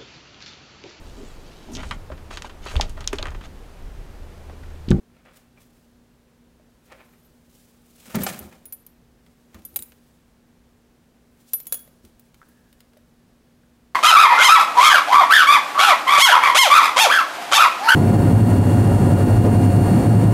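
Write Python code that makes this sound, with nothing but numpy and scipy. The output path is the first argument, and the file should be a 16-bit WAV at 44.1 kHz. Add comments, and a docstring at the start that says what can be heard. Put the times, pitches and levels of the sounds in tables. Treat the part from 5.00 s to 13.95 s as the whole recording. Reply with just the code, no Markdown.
"""Cardboard scrapes and rustles faintly in a quiet, humming room: two cats are playing around boxes.
One pushes out through the flaps, and the box booms in its low modes, slaps and rasps with friction.
The other's metal collar tag clinks against its ring in short bursts, quickly damped by fur.
Paws thump the wooden floor, claws tick and coats rustle; the room adds a short reverberation."""
import sys
import numpy as np
from scipy import signal
from scipy.fft import rfft
from scipy.io import wavfile

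SR = 44100
rng = np.random.default_rng(int(sys.argv[2]) if len(sys.argv) > 2 else 0)


def wav_record(signal):
    """Record a signal, one row per channel, as 16-bit PCM in the file named by sys.argv[1]."""
    frames = np.transpose(np.atleast_2d(signal))
    bounded = np.clip(frames, -1, 1)
    # unit amplitude maps onto the largest positive 16-bit level
    quanta = np.round(bounded * 32767).astype(np.int16)
    wavfile.write(sys.argv[1], SR, quanta)


N = 394631
TIME = np.arange(N) / SR
AGE = TIME[:SR // 2]  # seconds since a blow

# resonances of the cardboard panels: centre_hz, width_hz, lift_db
PANEL_MODES = [(560, 90, 5), (845, 110, 1), (1290, 200, 4), (1764, 180, 4.5), (2430, 250, 1.5)]
# spectrum of rasping cardboard: frequency_hz, density_db
RASP_SPECTRUM = [(100, -45), (300, -2), (600, 2.5), (1300, -2), (2500, -1.5), (3800, -12), (8000, -27.5)]
# spectrum of sliding fur: frequency_hz, density_db
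FUR_SPECTRUM = [(1000, -23), (3000, -5), (5000, -4.5), (8000, -3), (12000, -5.5), (15500, -5.5)]
# bending modes of the tag: pitch_hz
TAG_MODES_HZ = [10405, 11985, 15270]
# balance of those modes: level_db, change_at_centre_db
TAG_BALANCE = [(1, -2.5), (2, 7), (-3, -10.5)]


def box_bumps():
    """Forced vibration: the leaping cat's body drives the low modes of the box."""
    # bumps against the box: start_s, level_db
    bumps = [(3.075, -39.5), (3.143, -15.5), (3.1609, -12.5), (3.1955, -16.5), (3.292, -29), (3.347, -38),
             (3.424, -38)]
    # modes of the box: pitch_hz, level_db, t60_s
    box_modes = [(137.8, -3, 0.095), (168, -7, 0.075), (193.7, 0, .11), (252, -7.5, 0.085),
                 (371, -15, 0.059)]
    return thumps(bumps, box_modes, shudder_db=-12, shudder_t60=0.17)


def flap_slaps(rise_s=0.0019, ring_db=-17, ring_t60=0.037):
    """Impact excitation: flaps slap and buckle, ringing the stiff, well-damped panels."""
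    # flap impacts: start_s, level_db, t60_s
    slaps = [(.2515, -54, 0.035), (1.919, -42.5, .035), (3.1443, -25, 0.085), (3.2647, -13, 0.03),
             (3.424, -41, .04), (3.55, -50, .04), (4.544, -49, 0.038)]
    # spectrum of a slap: frequency_hz, density_db
    spectrum = [(150, -16.5), (400, -5), (750, 6), (1300, 2.5), (2200, -10), (3500, -7.5), (6000, -7.5),
                (9000, -8), (15500, -33)]
    out = np.zeros(N)
    ring = sum(mode(hz, ring_db + lift, ring_t60) for hz, _, lift in PANEL_MODES)
    for s, db, t60 in slaps:
        slap = burst(spectrum, t60, PANEL_MODES) + ring
        add(out, s, amp(db) * slap * (1 - np.exp(-AGE / rise_s)))
    return out


def tag_clinks(clack_db=-2, clack_t60=0.035, snap_db=2, snap_t60=0.0029,
               linger_db=-26, linger_t60=.22, detune=0.003):
    """Plate bending: the striking point sets the mix of modes; fur damps all but a faint after-ring."""
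    # blows on the tag: start_s, level_db, place (-1 rim to 1 centre), t60_s
    hits = [(3.235, -24, 0.62, .04), (3.3913, -34, 0.79, .023), (3.6554, -41, -.6, .11),
            (3.7244, -34, 0.54, 0.088), (3.8653, -44.5, 0.73, .035), (4.651, -37.5, 1, 0.068),
            (4.7424, -51, -.7, 0.026), (4.7602, -26, 1, 0.034), (4.7642, -23.5, .6, .024),
            (4.79, -38.5, -.2, .015), (4.8234, -34.5, -0.46, .05), (6.534, -21.5, 0.74, .11),
            (6.602, -36.5, -0.52, .026), (6.669, -33, 0.016, .08), (6.7239, -20, -0.54, .073),
            (6.743, -26.5, -0.22, .062), (6.792, -44.5, -.2, .14), (7.487, -61, -0.014, .06)]
    # spectrum of the metal contact: frequency_hz, density_db
    spectrum = [(150, -24), (500, -5.5), (1100, -12.5), (2300, -10.5), (5000, -10), (7300, -4), (10000, -8),
                (15500, -2)]
    out = np.zeros(N)
    for s, strength_db, place, t60 in hits:
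        for hz, (mode_db, centre_db) in zip(TAG_MODES_HZ, TAG_BALANCE):
            db = strength_db + mode_db + place * centre_db
            bent_hz = hz * (1 + detune * rng.standard_normal())  # contact with the ring shifts the mode
            add(out, s, mode(bent_hz, db, t60) + mode(hz, db + linger_db, linger_t60))
        snap = amp(snap_db) * burst(spectrum, snap_t60)
        clack = amp(clack_db) * burst(spectrum, clack_t60)
        add(out, s, amp(strength_db) * (snap + clack))
    return out


def collar_fittings():
    """Free vibration: the loose split ring sings on after a blow; the clasp's modes die at once."""
    # blows on the ring and on the clasp: start_s, level_db
    ring_hits = [(6.669, -53), (6.7235, -41.5)]
    clasp_hits = [(4.7607, -21.5), (4.7917, -29), (4.824, -32), (6.7237, -21.5)]
    # modes of each part: pitch_hz, level_db, t60_s
    ring_modes = [(3359, -7, .32), (6767, 3, .15)]
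    clasp_modes = [(3910, -7, 0.017), (4700, -15.5, 0.0086), (7700, -5.5, 0.0088), (8470, 0, 0.01),
                   (8700, -5, 0.0089)]
    out = np.zeros(N)
    for hits, modes in (ring_hits, ring_modes), (clasp_hits, clasp_modes):
        clink = sum(mode(*row) for row in modes)
        for s, db in hits:
            add(out, s, amp(db) * clink)
    return out


def box_rubbing(slips_per_s=2500, spread_db=3.0, clump_db=2.5, rasp_db=-2, fur_db=2):
    """Stick-slip friction: clumps of tiny slips drive the panels while fur hisses along the edges."""
    # paws and flanks scraping cardboard: peak_s, level_db, grip_s, release_s
    scrapes = [(.18, -62.5, 0.057, 0.065), (0.255, -53, .003, 0.02), (.29, -56, .007, 0.082),
               (.58, -59, 0.013, 0.031), (1.924, -46.5, 0.019, 0.023), (2.015, -52, .04, 0.035),
               (2.14, -66, .02, 0.036), (3.08, -48, 0.041, 0.15), (3.151, -32.5, 0.0047, 0.061),
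               (3.268, -34.5, .003, 0.047), (3.52, -52, .006, .02), (4.55, -51.5, 0.0096, .025)]
    # fur brushing the edges: peak_s, level_db, swell_s
    brushes = [(.362, -58, 0.019), (.615, -57, 0.014), (.77, -68, 0.047), (1.862, -63.5, .016),
               (2.57, -62, 0.082), (3.075, -51.5, 0.091), (3.208, -40, 0.013), (3.278, -38.5, .028),
               (3.45, -63.5, 0.055), (4.55, -65, 0.023)]
    slip_size = amp(spread_db * np.minimum(rng.exponential(1, N), 4))
    slips = slip_size * rng.choice([-1, 1], N) * (rng.random(N) < slips_per_s / SR)
    hiss = unit(slips) / 2 + rng.standard_normal(N)
    grip = amp(clump_db * drift(70.4))
    rasp = sum(stroke(*row) for row in scrapes) * colour(slips, RASP_SPECTRUM, PANEL_MODES)
    fur = swells(brushes) * colour(hiss, FUR_SPECTRUM)
    return grip * (amp(rasp_db) * rasp + amp(fur_db) * fur)


def paw_falls():
    """Cushioned impact: soft paws excite the low modes of the floorboards."""
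    # landings: start_s, level_db
    paws = [(3.21, -31), (3.405, -36.5), (3.446, -37), (4.547, -38), (4.581, -41.5), (4.728, -44),
            (4.784, -44), (7.039, -44.5)]
    # modes of the boards: pitch_hz, level_db, t60_s
    board_modes = [(77, -1.5, .15), (350, -1.5, .042)]
    return thumps(paws, board_modes, shudder_db=-5.5, shudder_t60=0.18)


def taps(tick_t60=0.024, click_db=-4, click_t60=0.0087):
    """Brief contacts have broad spectra: dry ticks, and clicks that ring one hollow resonance."""
    # ticks of claws and small collar parts: start_s, level_db, tilt_db_per_octave
    ticks = [(3.155, -21, 5.5), (4.264, -53, -3), (4.545, -41, -0.5), (4.593, -55, -1), (4.62, -54, 0),
             (4.92, -46, -2.5), (6.633, -52, 3), (6.655, -43, 5), (6.877, -52.5, 0), (7.05, -45.5, 2),
             (7.196, -42.5, 7.5), (7.344, -48.5, -1), (7.728, -49, 0.5), (7.805, -44.5, 0.5),
             (7.934, -54, -4), (7.972, -52.5, 0)]
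    # spectrum of a tick: frequency_hz, density_db
    spectrum = [(200, -11.5), (1200, -2), (3500, 0), (6000, -6), (15500, -5)]
    # hollow knocks and pops: start_s, level_db, pitch_hz, t60_s
    pops = [(0.575, -51.5, 2370, 0.052), (1.598, -51, 595, 0.051), (1.917, -50, 827, 0.12),
            (6.876, -47.5, 568, 0.042), (7.416, -40.5, 1320, 0.029), (7.429, -46, 1560, 0.026),
            (7.969, -47.5, 595, 0.053), (8.635, -57, 1592, 0.034)]
    out = np.zeros(N)
    for s, db, tilt in ticks:
        tilted = [(hz, level + tilt * np.log2(hz)) for hz, level in spectrum]
        add(out, s, amp(db) * burst(tilted, tick_t60))
    for s, db, hz, t60 in pops:
        add(out, s, mode(hz, db, t60) + amp(db + click_db) * burst(RASP_SPECTRUM, click_t60))
    return out


def coat_rustle(flutter_db=2):
    """Friction noise: fur slides under the collar with a soft, uneven hiss."""
    # turns and steps of the cats: peak_s, level_db, swell_s
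    moves = [(2.05, -67, 0.23), (4.29, -70.5, 0.11), (4.68, -65.5, .1), (5.06, -68, 0.067),
             (6.52, -58.5, .1), (7.05, -58.5, 0.011), (7.4, -70, 0.36)]
    return swells(moves) * amp(flutter_db * drift(25)) * colour(rng.standard_normal(N), FUR_SPECTRUM)


def squeak(jitter=.07, flutter_db=3):
    """Random modulation of pitch and level roughens a faint, thin tone."""
    # course of the squeak: time_s, level_db, pitch_hz
    contour = [(7.43, -77, 1610), (7.6, -66.5, 1705), (7.76, -74, 1670)]
    s, db, hz = np.transpose(contour)
    pitch_hz = np.interp(TIME, s, hz) * (1 + jitter * drift(146))
    level = amp(np.interp(TIME, s, db) + flutter_db * drift(50)) * (TIME > s[0]) * (TIME < s[-1])
    return level * np.sin(2 * np.pi * np.cumsum(pitch_hz) / SR)


def tag_shimmer(width_hz=45):
    """Frictional excitation: sliding on its ring keeps the tag's modes sounding unevenly."""
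    # slides of the tag: peak_s, level_db, swell_s
    slides = [(2.06, -70, 0.045), (2.24, -72, 0.058)]
    ring = sum(amp(db + centre_db) * drift(width_hz) * np.sin(2 * np.pi * hz * TIME)
               for hz, (db, centre_db) in zip(TAG_MODES_HZ, TAG_BALANCE))
    return swells(slides) * unit(ring)


def room_echoes(x, early_db=-11, early_t60=0.028, tail_db=-16, delay_s=0.0066, build_up_s=0.015):
    """Reverberation: early reflections off floor and boxes, then a tail whose treble dies first."""
    # reverberation times: frequency_hz, t60_s
    decay_times = [(100, 1), (500, 0.88), (3000, 0.44), (11000, 0.35), (16000, 0.27)]
    hz, t, bands = signal.stft(rng.standard_normal(len(AGE)), SR, nperseg=256)
    bands *= np.exp(-np.log(1000) * t / read(decay_times, hz)[:, None])
    tail = signal.istft(bands, SR, nperseg=256)[1][:len(AGE)]
    tail *= 1 - np.exp(-(AGE / build_up_s) ** 2)
    early = rng.standard_normal(len(AGE)) * (rng.random(len(AGE)) < 2000 / SR)  # 2000 echoes a second
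    early *= fade(early_t60) * (AGE > delay_s)
    response = amp(early_db) * early / np.linalg.norm(early) + amp(tail_db) * tail / np.linalg.norm(tail)
    return signal.fftconvolve(x, response)[:N]


def room_tone(air_db=-59, waver_rad=0.13):
    """Background noise: steady broadband air, and an appliance's hum wavering in phase."""
    # spectrum of the air noise: frequency_hz, density_db
    spectrum = [(12, -41.5), (20, -13.5), (64, -6.5), (85, -12), (175, -8.5), (207, -14.5), (238, -8.5),
                (282, -14), (352, -16), (478, -16.5), (631, -21.5), (1380, -28), (1580, -27), (2090, -30.5),
                (15500, -41.5)]
    # partials of the hum: pitch_hz, level_db
    partials = [(60, -72.5), (239, -63)]
    hum = sum(amp(db) * unit(np.sin(2 * np.pi * (hz * TIME + rng.random()) + waver_rad * drift(1.3)))
              for hz, db in partials)
    return amp(air_db) * colour(rng.standard_normal(N), spectrum) + hum


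def thumps(hits, modes, shudder_db, shudder_t60, rise_s=0.00515):
    """Modal superposition: a padded blow builds up, rings the low modes and shakes the rest."""
    # spectrum of the dull shudder: frequency_hz, density_db
    spectrum = [(30, -16), (80, -14), (135, -6.5), (200, 3), (360, -4.5), (550, -13), (1200, -22.5),
                (4000, -62.5)]
    out = np.zeros(N)
    ring = sum((-1) ** k * mode(*row) for k, row in enumerate(modes))  # neighbours push opposite ways
    for s, db in hits:
        blow = ring + amp(shudder_db) * burst(spectrum, shudder_t60)
        add(out, s, amp(db) * blow * (1 - np.exp(-AGE / rise_s)))
    return out


def mode(hz, db, t60):
    """A damped harmonic oscillator, struck once."""
    return amp(db) * fade(t60) * np.sin(2 * np.pi * hz * AGE)


def burst(spectrum, t60, peaks=()):
    """Modal overlap: dense modes merge into decaying noise."""
    return colour(rng.standard_normal(len(AGE)), spectrum, peaks) * fade(t60)


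def fade(t60):
    """Exponential decay, by 60 dB in t60 seconds."""
    return np.exp(-np.log(1000) * AGE / t60)


def stroke(peak_s, db, rise_s, fall_s):
    """Envelope of one rub: exponential growth, then decay."""
    late = TIME - peak_s
    return amp(db) * np.exp(-np.maximum(-late / rise_s, late / fall_s))


def swells(rows, settle_ratio=1.88):
    """Envelope of soft strokes that settle more slowly than they swell."""
    return sum(stroke(s, db, swell_s, settle_ratio * swell_s) for s, db, swell_s in rows)


def colour(x, spectrum, peaks=()):
    """Filters x by a smooth spectrum with resonant peaks, to rms 1."""
    hz = np.fft.rfftfreq(len(x), 1 / SR)
    resonance_db = sum(lift / (1 + (2 * (hz - centre) / width) ** 2) for centre, width, lift in peaks)
    return unit(np.fft.irfft(rfft(x) * amp(read(spectrum, hz) + resonance_db), len(x)))


def drift(rate_hz):
    """Random fluctuation: low-passed noise of rms 1."""
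    hz = np.fft.rfftfreq(N, 1 / SR)
    return unit(np.fft.irfft(rfft(rng.standard_normal(N)) * np.exp(-(hz / rate_hz) ** 2), N))


def read(points, hz):
    """Interpolates on a log-frequency axis."""
    point_hz, value = np.transpose(points)
    return np.interp(np.log(hz + 1), np.log(point_hz), value)


def amp(db):
    """Decibels to gain."""
    return 10 ** (np.asarray(db) / 20)


def unit(x):
    """Scales to rms 1."""
    return x / np.sqrt(np.mean(x ** 2) + 1e-20)


def add(mix, start_s, sound):
    """Superposes a sound on the mix."""
    part = mix[round(start_s * SR):][:len(sound)]
    part += sound[:len(part)]


def scene(box_wet_db=2, thump_wet_db=-1, fittings_wet_db=-5):
    """Direct-to-reverberant ratio: the collar is near; the boxes, off by the wall, carry more echo."""
    near = tag_clinks() + tag_shimmer() + taps() + squeak() + coat_rustle()
    fittings = collar_fittings()
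    boxes = flap_slaps() + box_rubbing()
    blows = box_bumps() + paw_falls()
    to_room = near + amp(fittings_wet_db) * fittings + amp(box_wet_db) * boxes + amp(thump_wet_db) * blows
    return (near + fittings + boxes + blows + room_echoes(to_room) + room_tone())[None]


def record(dry, cutoff_hz=15950):
    """Band limiting: a steep low-pass removes the highest treble."""
    low_pass = signal.firwin(301, cutoff_hz, window=("kaiser", 8), fs=SR)
    return signal.oaconvolve(dry, low_pass[None], "same")


dry = scene()
out = record(dry)
wav_record(out)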